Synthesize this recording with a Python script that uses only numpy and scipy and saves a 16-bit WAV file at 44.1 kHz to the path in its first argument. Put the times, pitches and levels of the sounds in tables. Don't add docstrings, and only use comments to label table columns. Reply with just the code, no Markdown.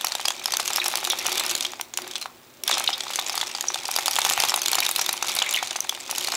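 import sys
import numpy as np
from scipy import signal
from scipy.fft import rfft, irfft, next_fast_len
from scipy.io import wavfile

SR = 44100
rng = np.random.default_rng(int(sys.argv[2]) if len(sys.argv) > 2 else 0)


def int16_out(signal):
    q = np.round(np.clip(np.atleast_2d(signal).T, -1, 1) * 32767)
    wavfile.write(sys.argv[1], SR, q.astype(np.int16))


N = 280476
TIME_S = np.arange(N) / SR
BLOW_TIME_S = np.arange(SR // 10) / SR

# t/s, relative effort/dB
EFFORT = [(0, -35), (.42, -39), (.68, -31), (.88, -29), (1.1, -32), (1.38, -27), (1.65, -33.5), (1.77, -47),
          (1.92, -53), (1.99, -41), (2.22, -41), (2.31, -55), (2.66, -57), (2.8, -33), (3.0, -38),
          (3.3, -34.5), (3.64, -39), (4.1, -32), (4.39, -25), (4.6, -34), (4.85, -30), (5.15, -36),
          (5.3, -30), (5.56, -29), (5.66, -36), (6.03, -39), (6.36, -31)]
# f/Hz, relative level/dB
STEEL = [(100, -64), (400, -12), (700, -5.5), (1700, -7.5), (3000, -0.5), (6500, 0), (9000, -7),
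         (16000, -49)]
# f/Hz, relative level/dB
SCRAPE = [(30, -67), (200, -28), (500, -7.5), (720, 0.5), (835, 4.5), (950, 1), (1300, -0.5), (1700, -7.5),
          (2400, 5), (3100, -6), (3600, 5), (4700, -7), (6400, -6), (15000, -26.5)]
# f/Hz, relative level/dB
SNAP = [(5000, -20.5), (8000, -7), (11000, 2.5), (16000, -6.5)]


def amp(db):
    return 10 ** (np.asarray(db) / 20)


def unit(x):
    return x / np.sqrt(np.mean(x ** 2) + 1e-20)


def blow(x):
    return x * np.sqrt(.005 * SR / np.sum(x ** 2))


def along(points, hz):
    f, value = np.transpose(points)
    return np.interp(np.log(hz + 1), np.log(f), value)


def curves(rows):
    s, *columns = np.transpose(rows)
    return np.array([np.interp(TIME_S, s, column) for column in columns])


def filtered(x, response):
    size = next_fast_len(len(x) + len(x) // 10, real=True)
    hz = np.fft.rfftfreq(size, 1 / SR)
    return irfft(rfft(x, size) * response(hz), size)[:len(x)]


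def resonance(f, hz, width_hz):
    return 1j * f * width_hz / (hz * hz - f * f + 1j * f * width_hz)


def body(x, modes):
    return filtered(x, lambda f: sum(amp(db) * resonance(f, hz, width_hz) for hz, width_hz, db in modes))


def noise(spectrum, size):
    return unit(filtered(rng.standard_normal(size), lambda f: amp(along(spectrum, f))))


def fade(attack_s, t60_s):
    return (1 - np.exp(-BLOW_TIME_S / attack_s)) * amp(-60 * BLOW_TIME_S / t60_s)


def add(track, s, sound):
    part = track[max(round(s * SR), 0):][:len(sound)]
    part += sound[:len(part)]


def scatter(size=None):
    return 2 * rng.random(size) - 1


def wobble(knots_per_s):
    return np.interp(TIME_S * knots_per_s, np.arange(400), rng.standard_normal(400))


def struck(spectrum, stretch):
    hz = np.fft.rfftfreq(len(BLOW_TIME_S), 1 / SR)
    level = amp(along(spectrum, hz / stretch))
    cepstrum = irfft(np.log(level), len(BLOW_TIME_S))
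    cepstrum[1:] *= 2 * (BLOW_TIME_S[1:] < BLOW_TIME_S[-1] / 2)
    return irfft(np.exp(rfft(cepstrum)), len(BLOW_TIME_S))


def burst(colour, t60_s, strike=3.8):
    chatter = rng.standard_normal(len(BLOW_TIME_S)) * fade(.00005, t60_s)
    force = chatter + strike * (BLOW_TIME_S == 0)
    return blow(signal.fftconvolve(force, colour)[:len(BLOW_TIME_S)])


def effort():
    # t/s, surge before rise and decay/dB
    starts = [(1.955, -35), (2.635, -12.5)]
    rise_s, t60_s = .09, .42
    surges = np.zeros(N)
    for s, db in starts:
        since_s = np.maximum(TIME_S - s, 0)
        rise = 1 - np.exp(-(since_s / rise_s) ** 2)
        surges += rise * amp(db - 60 * since_s / t60_s)
    return 20 * np.log10(amp(curves(EFFORT)[0]) + surges)


def passing(drive_db, level_db, count):
    stall_db = -52
    blow_law = .8
    at = ((np.arange(count) + rng.random(count)) / count * N).astype(int)
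    push = np.maximum(amp(drive_db[at]) - amp(stall_db), 1e-6)
    push_db = 20 * np.log10(push / np.median(push))
    return np.transpose([at / SR, level_db + blow_law * push_db + 3 * scatter(count)])


def tinkle(rate_per_s, centre_hz, pitch_spread, t60_s, spread_db):
    count = round(rate_per_s * N / SR)
    start = rng.integers(0, N, count)
    pitch, size = rng.standard_normal(count), rng.standard_normal(count)
    hz = np.clip(centre_hz * np.exp(pitch_spread * pitch), 1200, 12000)
    t = BLOW_TIME_S[:SR // 80]
    level_db = spread_db * np.clip(size, -2, 2)[:, None] - 60 * t / t60_s
    tones = np.sin(2 * np.pi * hz[:, None] * t) * amp(level_db)
    at = start[:, None] + np.arange(len(t))
    return unit(np.bincount(at.ravel(), tones.ravel(), N)[:N])


def sliding(drive_db, rub_db=-6.0, grit_db=-5.0, tinkle_db=-8, tick_db=-11):
    catches_per_s, waver_db = 150, 1.2
    tick_knee_db, tick_growth = -29, 1.6
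    drive = amp(drive_db + waver_db * wobble(knots_per_s=14))
    steady_db = curves(EFFORT)[0]
    tick_drive = amp(tick_knee_db + tick_growth * (steady_db - tick_knee_db))
    caught = rng.random(N) < catches_per_s / SR
    catches = caught * amp(4 * np.clip(rng.standard_normal(N), -2, 1.5))
    grains = np.sqrt(abs(signal.fftconvolve(catches ** 2, fade(.00005, 0.0094) ** 2)[:N]))
    grit = unit(grains * noise(STEEL, N))
    ticks = unit(grains * noise(SNAP, N))
    jostle = tinkle(rate_per_s=490, centre_hz=3400, pitch_spread=0.381, t60_s=0.019, spread_db=6)
    rub = amp(rub_db) * noise(SCRAPE, N)
    scrape = rub + amp(grit_db) * grit + amp(tinkle_db) * jostle
    return drive * scrape + tick_drive * amp(tick_db) * ticks


def gear(level_db=-1):
    # t/s, relative level/dB
    rumble = [(0, -55), (.5, -54), (1.3, -43), (1.67, -48), (1.91, -61), (2.02, -42), (2.32, -65),
              (2.56, -62), (2.62, -52), (2.73, -40), (2.87, -52), (3.53, -54.5), (4.85, -48), (5.5, -51),
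              (5.61, -59), (6.36, -46)]
    # f/Hz, width/Hz, relative level/dB
    stand_modes = [(270, 13, -12), (361.3, 20, 3), (540, 49, -6)]
    shaking = unit(body(rng.standard_normal(N), stand_modes))
    return amp(curves(rumble)[0] + level_db) * shaking


def background(air_db=-51.0):
    # f/Hz, rms level/dB
    hum = [(119, -81), (240, -67), (334, -75)]
    # f/Hz, rms level/dB
    whine = [(7558, -74), (15149, -66)]
    # f/Hz, relative level/dB
    air = [(15, -39), (25, -21), (82, -15.5), (120, -8), (174, -15.5), (241, -10.5), (291, -7.5),
           (3580, -20), (12100, -26.5), (14600, -21), (15800, -18)]
    tones = sum(amp(db) * np.sqrt(2) * np.sin(2 * np.pi * hz * TIME_S) for hz, db in hum + whine)
    return amp(air_db) * noise(air, N) + tones


def knocks(drive_db, rattle_db=-12, judder_db=-7, level_db=-9.5):
    # t/s, relative level/dB
    hard_knocks = [(0.044, -13.5), (0.15, -22), (0.196, -19.5), (0.252, -18.5), (0.305, -18.5),
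                   (0.457, -22), (0.483, -19.5), (0.536, -16), (0.597, -14), (0.703, -18), (0.782, -14.5),
                   (0.859, -14), (0.938, -15.5), (1.029, -20), (1.074, -19.5), (1.132, -14.5),
                   (1.284, -16.5), (1.41, -20), (1.65, -28), (1.734, -22.5), (1.797, -20), (1.987, -20.5),
                   (2.257, -19), (2.696, -12), (2.713, -15), (2.805, -18), (2.89, -14.5), (3.067, -22),
                   (3.103, -22), (3.188, -14), (3.295, -21.5), (3.342, -19.5), (3.376, -19.5),
                   (3.429, -16.5), (3.549, -23.5), (3.64, -19), (3.702, -17.5), (3.757, -18),
                   (3.888, -16.5), (3.986, -13.5), (4.08, -12), (4.186, -8.5), (4.249, -14.5), (4.263, -15),
                   (4.31, -15), (4.376, -12), (4.401, -18), (4.436, -12.5), (4.519, -15.5), (4.539, -13),
                   (4.575, -18), (4.73, -15), (4.783, -13), (4.89, -18), (4.991, -15), (5.09, -14),
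                   (5.139, -21), (5.225, -15), (5.368, -19), (5.418, -16), (5.626, -14.5), (5.757, -18.5),
                   (5.847, -23), (5.924, -20.5), (6.094, -21), (6.126, -23), (6.283, -19), (6.338, -18)]
    # f/Hz, relative level/dB
    shell = [(25, -56), (150, -30.5), (470, -16), (640, -10.5), (790, 3.5), (1000, -2), (1280, -3),
             (1700, -11), (2700, -14), (4000, -18.5), (10000, -47)]
    delay_s = .001
    out = np.zeros(N)
    cam = struck(SCRAPE, 1)
    shudder = struck([(350, -31.5), (720, 0.5), (1250, -2), (2300, -3.5), (5000, -24)], 1)
    for s, db in [*hard_knocks, *passing(drive_db, level_db=-27, count=40)]:
        spot = [(hz, level + 2 * rng.normal()) for hz, level in shell]
        thud = blow(struck(spot, rng.uniform(0.98, 0.99)))
        judder = amp(judder_db) * burst(shudder, 0.041)
        rattle = amp(rattle_db) * burst(cam, 0.041)
        add(out, s + delay_s, amp(db + level_db) * (thud + judder + rattle))
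    return out


def light_clicks(drive_db, centre_hz=4700, octaves=0.72, bright_db=-9, bright_spread_db=9):
    rows = []
    for s, db in passing(drive_db, level_db=-29.5, count=125):
        hz = centre_hz * 2 ** (octaves * scatter())
        rows.append((s, db, hz, bright_db + bright_spread_db * scatter()))
    return rows


def clicks(drive_db, ring_db=-3.0, crack_db=-1.2, snap_db=-.5, looseness_octaves=.8):
    # t/s, relative level/dB, main resonance f/Hz, relative snap/dB
    loud_clicks = [(.0467, -23, 5600, 1), (.0694, -23, 4200, -8), (.1206, -23, 3880, -12),
                   (.1524, -23, 3640, -7), (.2544, -18, 4850, -11), (.2831, -17, 3300, -6),
                   (.3051, -23, 3440, -14), (.458, -19, 5150, -6), (.5218, -23, 6040, -5),
                   (.5381, -20, 4500, -12), (.5696, -20, 6200, -2), (.5995, -23, 4200, -8),
                   (.6778, -20, 6540, -6), (.7601, -20, 5270, 0), (.8597, -23, 5540, -7),
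                   (.8818, -27, 5800, 9), (.9557, -22, 5370, -9), (1.0499, -23, 3800, -4),
                   (1.1006, -20, 5800, -3), (1.2661, -21, 5860, -1), (1.3969, -20, 3900, -4),
                   (1.4947, -22, 7160, -12), (1.512, -24, 5960, -1), (1.5515, -21, 7050, -6),
                   (1.6083, -22, 3500, -6), (1.6497, -23, 3750, -13), (1.8117, -24, 5800, -3),
                   (1.9381, -29, 6500, -12), (1.9737, -20, 7000, -5), (2.112, -31, 3600, -10),
                   (2.1558, -24, 3450, -18), (2.162, -28, 3400, -22), (2.214, -30, 4100, -6),
                   (2.2254, -30, 4080, -9), (2.6367, -27, 5650, 2), (2.6779, -21, 5360, -1),
                   (2.7136, -21, 3660, -19), (2.7409, -22, 5100, -18.5), (2.7981, -27, 6260, 2),
                   (3.0065, -23, 3400, -24), (3.1348, -26, 3400, -11), (3.1583, -21, 6300, -4),
                   (3.1919, -23, 3500, -12), (3.2642, -25, 6900, -26), (3.2962, -24, 5170, -8),
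                   (3.3544, -28, 7800, 2), (3.3779, -23, 4500, -7), (3.4129, -20, 3460, -13),
                   (3.5499, -24, 4740, -27), (3.6092, -22, 6800, -6), (3.744, -22, 3630, -11),
                   (3.8538, -24, 4900, -14), (3.9133, -25, 5550, 1), (3.963, -18, 4700, -2),
                   (3.9872, -23, 6500, -9), (4.0592, -20, 3560, -2), (4.0812, -20, 4570, -5),
                   (4.1109, -24, 5700, 0), (4.1565, -24, 6900, -1), (4.1639, -20, 3450, -20),
                   (4.1901, -24, 4220, 2), (4.2174, -20, 3520, -23), (4.2499, -18, 3400, -5),
                   (4.2988, -19, 7040, -2), (4.3221, -23, 6700, -11), (4.402, -21, 4870, 0),
                   (4.4369, -20, 3650, -8), (4.4863, -21, 3280, -6), (4.4954, -19, 5500, -11),
                   (4.5416, -19, 3800, -4), (4.5611, -23, 6500, 4), (4.6178, -21, 6100, -4),
                   (4.6596, -18, 3470, -6), (4.6824, -18, 6900, -7), (4.7162, -24, 7800, 3),
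                   (4.7314, -19, 4300, -8), (4.7539, -18, 7200, -3), (4.7859, -20, 4300, -17),
                   (4.804, -21, 3900, 0), (4.8648, -19, 3620, -7), (4.9129, -29, 3800, 10),
                   (4.9614, -20, 4100, 0), (4.9943, -21, 5600, -11), (5.0139, -19, 5800, -4),
                   (5.0626, -22, 3570, -4), (5.0921, -19, 3900, -7), (5.1293, -28, 5700, 7),
                   (5.2264, -22, 6200, -9), (5.3517, -31, 7800, 8), (5.3883, -19, 3830, -13),
                   (5.4239, -21, 6900, -14), (5.5098, -25, 6650, 0), (5.5386, -28, 5800, 6),
                   (5.7087, -23, 3630, -25), (5.7608, -23, 6200, -13), (5.8048, -31, 6050, 6),
                   (5.8943, -22, 6150, -3), (6.1119, -24, 5730, 1), (6.1819, -20, 6640, -5),
                   (6.2459, -24, 4240, -3), (6.2719, -23, 4300, -10), (6.3203, -23, 4340, -12)]
    out = np.zeros(N)
    steel, latch = struck(STEEL, 0.99), struck(SNAP, 0.95)
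    for s, db, hz, bright_db in [*loud_clicks, *light_clicks(drive_db)]:
        damping = 2 ** (looseness_octaves * scatter())
        crack = amp(crack_db) * burst(steel, .017 / damping)
        mode = np.cos(2 * np.pi * hz * BLOW_TIME_S) * fade(0.000092, 0.013)
        ring = amp(ring_db) * burst(mode, .018 / damping)
        snap = amp(bright_db + snap_db) * burst(latch, 0.0086)
        add(out, s, amp(db) * (crack + ring + snap))
    return out


def low_thumps():
    # t/s, level over 5 ms/dB
    thumps = [(.76, -44), (4.3, -46), (4.389, -37), (4.961, -40)]
    out = np.zeros(N)
    for s, db in thumps:
        thump = struck([(20, -5), (60, -5), (130, -5), (400, -18)], 1)
        add(out, s, amp(db) * blow(thump))
    return out


def pings(mode_width_hz=560, gain_db=-1):
    # t/s, relative level/dB, f/Hz, t60/s
    ringing = [(0.7998, -19.5, 3770, 0.025), (0.816, -21, 2330, 0.045), (1.106, -16.5, 3600, .05),
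               (1.124, -22, 3340, .06), (1.6495, -19, 3260, .015), (2.6773, -20, 3320, 0.032),
               (2.726, -15.5, 3520, 0.13), (2.8745, -18, 2870, .05), (2.876, -13.5, 3640, .021),
               (2.929, -23.5, 5030, .038), (2.93, -18.5, 3620, 0.068), (3.684, -15.5, 5930, 0.017),
               (3.914, -27, 5600, 0.018), (4.8256, -19, 2340, 0.036), (5.42, -15, 3030, 0.022),
               (5.461, -22, 2250, 0.12), (5.543, -15.5, 2970, 0.062), (5.572, -19, 2190, .08),
               (5.587, -24, 3620, .037), (5.805, -19.5, 6050, 0.0078), (5.894, -18.5, 3500, 0.017)]
    out = np.zeros(N)
    for s, db, hz, t60_s in ringing:
        chatter = rng.standard_normal(len(BLOW_TIME_S))
        ring = filtered(chatter, lambda f: resonance(f, hz, mode_width_hz) ** 2)
        add(out, s, amp(db + gain_db) * blow(ring * fade(0.00012, t60_s)))
    return out


def room(x, gap_s=.011, count=16):
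    # f/Hz, t60/s
    decay = [(300, 0.64), (3000, 0.15), (14000, 0.18)]
    out, turn = np.zeros(N), np.linspace(0, count - 1, N)
    for k in range(count):
        hz, t, bins = signal.stft(rng.standard_normal(SR // 2), SR, nperseg=256)
        decaying = bins * amp(-60 * t / along(decay, hz)[:, None])
        tail = signal.istft(decaying, SR, nperseg=256)[1]
        near = np.flatnonzero(abs(turn - k) < 1)
        part = x[near] * np.sqrt(1 - abs(turn[near] - k))
        add(out, near[0] / SR + gap_s, signal.fftconvolve(part, tail / np.linalg.norm(tail)))
    return filtered(out, lambda f: amp(along([(800, -3.5), (4000, -2.5), (12000, -2.5)], f)))


def scene():
    drive_db = effort()
    steel = sliding(drive_db) + knocks(drive_db) + clicks(drive_db) + pings()
    needles = filtered(steel, lambda f: (1j * f / (1j * f + 55)) ** 2)
    machine = needles + gear() + low_thumps()
    return (machine + amp(-12.0) * room(machine) + background())[None]


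def record(dry):
    top_hz = 15800
    return filtered(dry[0], lambda hz: 1 / (1 + (hz / top_hz) ** 160))[None]


dry = scene()
out = record(dry)
int16_out(out)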